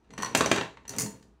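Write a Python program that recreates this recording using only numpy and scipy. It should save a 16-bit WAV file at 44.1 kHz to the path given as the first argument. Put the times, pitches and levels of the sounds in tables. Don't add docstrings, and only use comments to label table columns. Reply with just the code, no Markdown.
import sys
import numpy as np
from scipy import signal
from scipy.fft import rfft, irfft
from scipy.io import wavfile

SR = 44100
rng = np.random.default_rng(int(sys.argv[2]) if len(sys.argv) > 2 else 0)


def transcribe(signal):
    frames = np.atleast_2d(signal).T
    limited = np.clip(frames, -1, 1)
    pcm = np.round(limited * 32767).astype(np.int16)
    wavfile.write(sys.argv[1], SR, pcm)


def elevation(decibels):
    levels = np.asarray(decibels, float)
    return 10 ** (levels / 20)


N = 61739

# start in seconds, then relative levels in dB of the
# first stick, the second stick and the table, and sharpness in dB per octave before it is limited.
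CONTACTS = [(0.1053, -72, -78, -49, 2.5), (0.136, -44, -76, -48, -3.5), (0.1784, -36.5, -39.5, -33, -5.5),
            (0.185, -46, -58, -49, 12), (0.2004, -39, -62, -38, -19), (0.2102, -36.5, -57, -52, -3),
            (0.2224, -25.5, -36, -27, 1.5), (0.2312, -29, -38, -41, -5.5), (0.2462, -28, -62, -36, -2),
            (0.2592, -43, -51, -35, 4), (0.3494, -24, -20.5, -11.5, 3), (0.408, -27, -40, -13, 1),
            (0.443, -59, -59, -25.5, -4), (0.4596, -24.5, -38, -20.5, 1), (0.5143, -23.5, -27, -10.5, 1),
            (0.539, -57.5, -53, -29, -5), (0.5607, -30.5, -54, -24.5, 4), (0.5755, -45, -58, -20, -5),
            (0.5825, -41, -49, -23, -2), (0.6109, -46, -44.5, -21.5, -3), (.621, -56, -55, -34, -4),
            (0.6326, -58, -58, -31.5, -11), (0.7707, -80, -85, -42.5, -18), (0.8586, -81, -84, -53.5, -13),
            (0.8791, -32, -46.5, -62.5, 3.5), (0.8925, -32, -28, -49, 2), (0.9013, -43.5, -42.5, -51, -1.5),
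            (0.9365, -51.5, -49.5, -36.5, -12.5), (0.963, -43.5, -35, -41, 2),
            (.984, -34, -19.5, -37.5, 1.5), (0.9896, -36.5, -23, -50, -5), (0.9967, -27, -23.5, -43, 6.5),
            (1.0034, -29.5, -28, -73, 6), (1.0076, -43, -23, -36, 0.5), (1.0135, -39, -29.5, -39.5, 1),
            (1.0186, -38.5, -26, -42.5, 2.5), (1.0607, -35.5, -47.5, -40.5, -2.5),
            (1.226, -64, -65.5, -56, 6.5)]
CONTACT_S, FIRST_DB, SECOND_DB, TABLE_DB, SHARPNESS = np.transpose(CONTACTS)


def stick(modes, contact_db, chatter, rebound):
    ring_cycles, longest_t60 = 80, 0.016
    out = 0
    for hz, db in modes:
        tilt_db = sharpness() * np.log2(hz / 6000)
        force = kicks(contact_db + tilt_db, rebound) + chatter
        ringing = ring(force, hz, min(ring_cycles / hz, longest_t60))
        width_hz = max(0.1 * hz, 450)
        b, a = signal.iirpeak(hz, hz / width_hz, SR)
        out = out + elevation(db) * signal.lfilter(b, a, ringing)
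    return out


def both_sticks(first_chatter, second_chatter, rebound):
    # pitch in Hz, relative level in dB.
    first_modes = [(1030, -7), (1500, -10.5), (1850, -5.5), (2700, -9.5), (4330, -3.5), (5950, 3),
                   (8090, -4), (10400, -10), (12800, -14), (14900, -18)]
    second_modes = [(2030, -11.5), (3850, -29.5), (4900, -13), (5500, -23), (6300, -1), (6990, 0.5),
                    (7500, -11), (8280, -3.5), (8830, -11), (9600, -17.5), (10700, -5), (11600, -21),
                    (12500, -9.5), (15100, -13)]
    first = stick(first_modes, FIRST_DB, first_chatter, rebound)
    second = stick(second_modes, SECOND_DB, second_chatter, rebound)
    return first + second


def stick_grit(second_chatter, rebound):
    # frequency in Hz, relative level in dB.
    spray_colour = [(2500, -35.5), (4500, -2.5), (7000, 2), (11000, -7.5), (15500, -20.5)]
    force = kicks(SECOND_DB, rebound) + second_chatter
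    return grit(spray_colour, -5) * fade(force, t60=0.025)


def table(rebound):
    # pitch in Hz, relative level in dB, seconds to fall 60 dB.
    top_modes = [(123, -16, .09), (136.7, -14, 0.075), (200.6, -12.5, 0.083), (222, -10.5, 0.075),
                 (277, -13.5, 0.093), (298, -12.5, 0.08), (323, -14, .06), (440, -3, 0.077),
                 (521.7, -3, 0.041), (653, -8, 0.078), (787, -7, 0.035), (917.6, -3, 0.058),
                 (1365, -3.5, 0.0099), (1769, 3.5, 0.023), (2280, -5, 0.024), (2780, 2, 0.025),
                 (3704, -7.5, 0.016)]
    scrape = bumps(column=3)
    hard = kicks(TABLE_DB, rebound) + scrape
    rumble = lowpass(10 * bumps(column=1), 370)
    force = lowpass(hard, 4060) + rumble
    modes = sum(elevation(db) * ring(force, hz, t60) for hz, db, t60 in top_modes) / 4
    top = modes + table_crack(hard, scrape, rebound)
    return signal.sosfilt(signal.butter(4, 101, "high", fs=SR, output="sos"), top)


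def table_crack(hard, scrape, rebound):
    # frequency in Hz, relative level in dB.
    crack_colour = [(59, -16.5), (100, 4.5), (998, 4.5), (2990, -3), (3460, -5), (3930, -4.5), (5280, -13),
                    (6950, -9), (15500, -42.5)]
    split_hz, t60 = 4470, 0.026
    wood = grit(crack_colour, 1)
    dull = signal.sosfiltfilt(signal.butter(2, split_hz, fs=SR, output="sos"), wood)
    bright = wood - dull
    sharp = kicks(TABLE_DB + 2 * sharpness(), rebound) + scrape
    return lowpass(dull * fade(hard, t60) + bright * fade(sharp, t60), 9000)


def bumps(column):
    # time in seconds, then relative levels in dB of rumble
    roll = [(0, -81, -81, -88, -110), (.06, -82, -89, -72, -95), (.095, -71, -91, -75, -94.5),
            (.11, -61, -61, -67, -75.5), (.172, -62.5, -78, -63, -86.5), (.185, -49, -57, -51, -67.5),
            (.26, -62, -77, -44, -64.5), (.345, -53, -73.5, -51, -74), (.353, -50.5, -35, -49, -45.5),
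            (.45, -43.5, -45.5, -44, -52), (.51, -48.5, -56, -38.5, -61), (.52, -68, -54.5, -49, -54.5),
            (.57, -58, -59.5, -41.5, -61.5), (.635, -54, -60, -55, -59), (.65, -71.5, -67, -62, -75),
            (.76, -72, -80, -69, -86), (.84, -75, -87, -73.5, -87), (.875, -66.5, -83, -63, -86.5),
            (.9, -56.5, -52, -51.5, -45.5), (.98, -54, -56, -53.5, -50), (.986, -50, -56.5, -52.5, -34.5),
            (1.02, -52.5, -55, -56.5, -44.5), (1.045, -43, -58, -63, -56),
            (1.07, -55.5, -58.5, -60.5, -67.5), (1.09, -60.5, -58.5, -58, -68.5),
            (1.24, -74, -78.5, -76, -74), (1.4, -88.5, -97, -94, -101.5)]
    bumps_per_s, spread_db = 1500, 3.5
    curve = np.array(roll)
    hit = rng.random(N) < bumps_per_s / SR
    size = elevation(spread_db * rng.exponential(size=N)) * rng.standard_normal(N)
    level_db = np.interp(np.arange(N) / SR, curve[:, 0], curve[:, column])
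    return unit(hit * size) * np.sqrt(N) / 10 * elevation(level_db)


def kicks(db, rebound):
    late = rebound[:, :8] * (np.arange(8) > 0)
    at = (CONTACT_S[:, None] + 0.003 * late) * SR
    sign = np.sign(rebound[:, 8:] - 0.5)
    size = elevation(db)[:, None] * elevation(1 - 15.04 * late) * sign / 2
    out = np.zeros(N)
    np.add.at(out, at.astype(int).ravel(), size.ravel())
    return out


def sharpness():
    return np.clip(SHARPNESS, -6, 8)


def ring(x, hz, t60):
    radius = np.exp(-np.log(1000) / (t60 * SR))
    turn = 2 * np.pi * hz / SR
    return signal.lfilter([0, np.sin(turn)], [1, -2 * radius * np.cos(turn), radius * radius], x)


def fade(x, t60):
    fall = elevation(-120 / (t60 * SR))
    rise = np.exp(-1 / (0.00037 * SR))
    energy = signal.lfilter([1], [1, -fall], x ** 2)
    return np.sqrt(signal.lfilter([1], [1, -rise], energy) * (1 - rise))


def grit(points, db):
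    return unit(colour(rng.standard_normal(N), points)) * np.sqrt(N) * elevation(db)


def colour(x, points):
    hz, db = np.transpose(points)
    f = np.maximum(np.arange(len(x) // 2 + 1) * SR / len(x), 1)
    gain = elevation(np.interp(np.log(f), np.log(hz), db))
    return irfft(rfft(x) * gain, len(x))


def lowpass(x, hz):
    return signal.sosfilt(signal.butter(2, hz, fs=SR, output="sos"), x)


def unit(x):
    return x / np.sqrt(np.sum(x ** 2))


def room(x):
    # frequency in Hz, seconds to fall 60 dB.
    room_decay = [(100, 0.33), (260, 0.32), (700, 0.31), (1840, 0.3), (4850, 0.29), (12800, .27)]
    tail_db, gap_s = -4.5, 0.005
    t = np.arange(N // 2) / SR
    decay_hz, decay_s = np.transpose(room_decay)
    tail = np.zeros(len(t))
    for hz in 60 * 2. ** np.arange(9):
        edges = [hz / 2 ** .5, min(hz * 2 ** .5, 20000)]
        octave = signal.butter(2, edges, "band", fs=SR, output="sos")
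        t60 = np.interp(np.log(hz), np.log(decay_hz), decay_s)
        tail += signal.sosfilt(octave, rng.standard_normal(len(t))) * elevation(-60 * t / t60)
    tail = unit(tail * np.clip(t / gap_s, 0, 1) ** 2)
    return x + elevation(tail_db) * signal.fftconvolve(x, tail)[:N]


def air():
    # frequency in Hz, relative level in dB per Hz.
    air_colour = [(15, -42), (30, -21.5), (45, -1), (65, 4.5), (85, -11), (120, -11), (250, -16),
                  (350, -11.5), (540, -26), (900, -20), (2000, -34), (6000, -43.5), (15000, -60.5)]
    return grit(air_colour, -62)


def scene():
    rebound = rng.random((len(CONTACTS), 16))
    first_chatter, second_chatter = bumps(column=2), bumps(column=4)
    sticks = both_sticks(first_chatter, second_chatter, rebound)
    near = sticks + stick_grit(second_chatter, rebound) + table(rebound)
    return (room(near) + air())[None]


def roll_off(x):
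    return signal.sosfilt(signal.butter(12, 16640, fs=SR, output="sos"), x)


def record(dry):
    soft = np.tanh(1.3 * dry) / 1.3
    treble_cut = signal.ellip(8, .2, 70, 15700, fs=SR, output="sos")
    mix = signal.sosfilt(treble_cut, soft)
    return roll_off(mix)


dry = scene()
out = record(dry)
transcribe(out)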